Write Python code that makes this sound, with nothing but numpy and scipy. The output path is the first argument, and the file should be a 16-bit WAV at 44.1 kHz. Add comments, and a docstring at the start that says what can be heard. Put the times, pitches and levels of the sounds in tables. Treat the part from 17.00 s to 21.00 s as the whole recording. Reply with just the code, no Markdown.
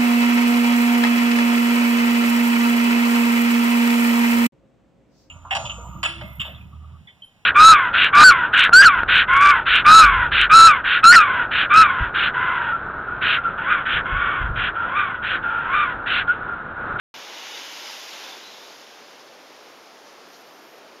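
"""A person slides belly-down over wet snow, passing close by and away downhill.
Sliding friction makes broadband noise: the body rubs, the jacket scrapes and swishes, and crystals
hiss on the cloth and fracture in tiny clicks. As the slide recedes, an even rush of mountain wind
remains. Near the end a camera's lens motor whines faintly. The small microphone is mono, with weak treble."""
import sys
import numpy as np
from scipy import signal
from scipy.fft import rfft, irfft
from scipy.io import wavfile
from scipy.ndimage import uniform_filter1d

SR = 44100
rng = np.random.default_rng(int(sys.argv[2]) if len(sys.argv) > 2 else 0)


def inscribe(sig):
    """Save sig as 16-bit PCM at rate SR to the path in sys.argv[1].

    A 1-D sig is mono; a 2-D sig holds one channel per row.
    Samples are clipped to [-1, 1] before scaling.
    """
    pcm = np.round(np.clip(np.atleast_2d(sig).T, -1, 1) * 32767)
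    wavfile.write(sys.argv[1], SR, pcm.astype(np.int16))


N = 176400
T = np.arange(N) / SR
HZ = np.fft.rfftfreq(N, 1 / SR)

# Course of the slide: time_s, rub_db, scrape_db, hiss_db
SLIDE_LEVELS = [(.14, -45.5, -43, -46.5), (.3, -45, -42, -46.5), (.55, -45, -39.5, -43),
                (.8, -46.5, -41, -42), (.93, -44.5, -40, -41.5), (1.03, -48, -42, -42),
                (1.29, -43.5, -41, -43.5), (1.35, -47, -46, -45), (1.395, -50, -45, -49),
                (1.52, -55, -47, -50), (1.67, -50.7, -51, -48), (1.87, -59, -51, -53),
                (2.13, -55, -54.5, -54.5), (2.21, -56, -55, -56), (2.26, -70, -58, -57),
                (2.7, -66, -57.5, -57.5), (3.3, -61, -67, -58.5), (3.8, -76, -80, -66),
                (4.0, -70, -64, -71)]
# Body weight rubbing over packed snow: frequency_hz, level_db
RUB_SPECTRUM = [(40, -49), (110, -31), (180, -25.5), (280, -8.5), (480, -7), (700, -3.5), (900, 1),
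                (1150, -4.5), (1450, -2.5), (2200, -11.5), (5000, -45)]
# Jacket ploughing the snow: frequency_hz, level_db
SCRAPE_SPECTRUM = [(200, -41), (1100, -24), (1450, -8), (1800, -6.5), (2130, -3), (2450, -3.5), (2950, -2),
                   (3220, -3), (3600, -1.5), (4200, -9.5), (6000, -10.5), (9000, -30), (15000, -29)]
# Crystals brushing the cloth: frequency_hz, level_db
HISS_SPECTRUM = [(100, -43), (1500, -18), (3500, -3), (4400, -1), (5150, 2), (5850, -3.5), (6400, -3.5),
                 (6950, -5), (8900, -13.5), (10300, -6.5), (11500, -12.5), (12800, -8), (13600, -10),
                 (15000, -30)]
# Wind over the valley: frequency_hz, level_db
WIND_SPECTRUM = [(25, -29), (60, -29.5), (100, -23), (180, -10), (280, -2), (430, 1.25), (620, 2),
                 (880, -1), (1300, -3), (1950, -7), (3200, -10), (3900, -13), (5300, -12.5), (6900, -19),
                 (9000, -17), (14000, -25.5)]
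# Cloth dragging and catching: middle_s, half_length_s, centre_hz, half_width_hz, level_db
CLOTH_CATCHES = [(.55, 0.031, 3600, 170, -43.5), (0.657, 0.36, 2940, 130, -47.5),
                 (.6, 0.25, 6360, 230, -53.5), (0.886, 0.044, 5040, 250, -47),
                 (1.33, 0.024, 3470, 110, -47), (1.476, 0.044, 3990, 190, -47.3),
                 (1.56, 0.09, 3600, 320, -53), (2.208, 0.015, 4900, 900, -54),
                 (3.083, .025, 5550, 1100, -58), (3.347, 0.02, 5130, 1500, -53)]
# Moves of the lens motor: start_s, end_s, pitch_hz, step_rate_hz, level_db
MOTOR_MOVES = [(3.278, 3.432, 11859, 218, -61), (3.442, 3.605, 11789, 183, -62),
               (3.612, 3.793, 11789, 183, -62)]
# Resonances of the lens barrel: frequency_hz, gain_db
BARREL_RESPONSE = [(8500, -60), (9590, -20), (9680, -1), (9770, -16), (11200, -20), (11800, 1), (12100, -6),
                   (12400, -5), (12900, -20), (13550, -13), (13930, -3), (14300, -25)]
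# Response of the small microphone: frequency_hz, gain_db
MIC_RESPONSE = [(6800, 0), (7400, -5.5), (7780, -16.5), (7950, -30), (8130, -15), (8500, -10.5), (9300, -9),
                (10300, -7.5), (11200, -6), (12200, -3.5), (13700, -4.5), (14600, -10), (15400, -8)]


def amp(db):
    """Amplitude grows tenfold for every 20 dB."""
    return 10 ** (np.asarray(db) / 20)


def unit(x):
    """Normalisation to an rms of 1."""
    return x / np.sqrt(np.mean(x ** 2) + 1e-20)


def colour(x, response):
    """Linear filtering: the spectrum is multiplied by a response interpolated over log frequency."""
    hz, db = np.transpose(response)
    gain = amp(np.interp(np.log(HZ + 1), np.log(hz), db))
    return irfft(rfft(x) * gain, N)


def wander(rate_hz):
    """Low-pass filtered noise gives a slow random fluctuation of rms 1."""
    low_pass = np.exp(-(HZ / rate_hz) ** 2) * (HZ > 0)
    return unit(irfft(rfft(rng.standard_normal(N)) * low_pass, N))


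def patchy_noise(patch_db, bins=8, frames=22):
    """Random modulation makes the level of white noise drift in patches of frequency and time."""
    spectra = signal.stft(rng.standard_normal(N), nperseg=1024, noverlap=768)[2]
    patches = uniform_filter1d(rng.standard_normal(spectra.shape), bins, axis=0)
    patches = unit(uniform_filter1d(patches, frames, axis=1))
    return unit(signal.istft(spectra * amp(patch_db * patches), nperseg=1024, noverlap=768)[1][:N])


def noise_burst(middle_s, half_length_s, centre_hz, half_width_hz, level_db):
    """Gaussian windows confine noise in both frequency and time."""
    band = np.exp(-.5 * ((HZ - centre_hz) / half_width_hz) ** 2)
    envelope = np.exp(-.5 * ((T - middle_s) / half_length_s) ** 2)
    return unit(irfft(rfft(rng.standard_normal(N)) * band, N)) * amp(level_db) * envelope


def friction(spectrum, click_share, patch_db, clicks_per_s=3500):
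    """Friction gives continuous noise; brittle fracture of crystals adds impulses, a few of them large."""
    size_db = 2 * np.minimum(rng.exponential(1, N), 5.7)
    polarity = np.sign(rng.standard_normal(N))
    clicks = unit(amp(size_db) * polarity * (rng.random(N) < clicks_per_s / SR))
    contact = np.sqrt(click_share) * clicks + np.sqrt(1 - click_share) * patchy_noise(patch_db)
    return unit(colour(contact, spectrum))


def slide(judder_db=0.44, judder_hz=35):
    """Sliding friction in three bands, amplitude-modulated together by small bumps in the snow."""
    time_s, rub_db, scrape_db, hiss_db = np.transpose(SLIDE_LEVELS)
    rub = friction(RUB_SPECTRUM, click_share=0.26, patch_db=0.25)
    rub *= amp(np.interp(T, time_s, rub_db))
    scrape = friction(SCRAPE_SPECTRUM, click_share=0.46, patch_db=0.05)
    scrape *= amp(np.interp(T, time_s, scrape_db))
    hiss = friction(HISS_SPECTRUM, click_share=0.36, patch_db=1.5)
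    hiss *= amp(np.interp(T, time_s, hiss_db))
    return (rub + scrape + hiss) * amp(judder_db * wander(judder_hz))


def wind(level_db=-47, swell_db=0.38, swell_hz=5):
    """Turbulence in distant air makes an even broadband rush with slight swells."""
    rush = unit(colour(rng.standard_normal(N), WIND_SPECTRUM))
    return rush * amp(level_db + swell_db * wander(swell_hz))


def body_bump():
    """A soft impact, here the body on snow, holds its energy at low frequencies."""
    return noise_burst(middle_s=0.17, half_length_s=0.023, centre_hz=140, half_width_hz=35, level_db=-64)


def cloth_swishes():
    """Friction swells and fades as the cloth catches, each time in its own band."""
    return sum(noise_burst(*catch) for catch in CLOTH_CATCHES)


def lens_motor(ramp_s=0.0063, waver_hz=5, waver_rate_hz=30, fuzz_share=.15, sidebands=12):
    """A whine with sidebands spaced by the step rate, plus gear noise, drives the barrel's resonances."""
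    moves = np.zeros(N)
    for start_s, end_s, pitch_hz, step_rate_hz, level_db in MOTOR_MOVES:
        cycles = np.cumsum(pitch_hz + waver_hz * wander(waver_rate_hz)) / SR
        tones = sum(np.cos(2 * np.pi * (cycles + k * step_rate_hz * T + rng.random()))
                    for k in range(-sidebands, sidebands + 1))
        whine = np.sqrt(1 - fuzz_share) * unit(colour(tones, BARREL_RESPONSE))
        gear_fuzz = np.sqrt(fuzz_share) * unit(colour(rng.standard_normal(N), BARREL_RESPONSE))
        envelope = np.clip(np.minimum(T - start_s, end_s - T) / ramp_s, 0, 1)
        moves += (whine + gear_fuzz) * amp(level_db) * envelope
    return moves


def scene():
    """Superposition: the sources add to one signal, alike in both channels."""
    mono = slide() + wind() + body_bump() + cloth_swishes() + lens_motor()
    return np.array([mono, mono])


def record(dry, start_s=.141, cutoff_hz=15700):
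    """The microphone's frequency response colours the sound, which cuts in abruptly and is band-limited."""
    heard = np.array([colour(channel, MIC_RESPONSE) for channel in dry]) * (T >= start_s)
    low_pass = signal.firwin(511, cutoff_hz, window=("kaiser", 9), fs=SR)
    return signal.oaconvolve(heard, low_pass[None], "same")


dry = scene()
out = record(dry)
inscribe(out)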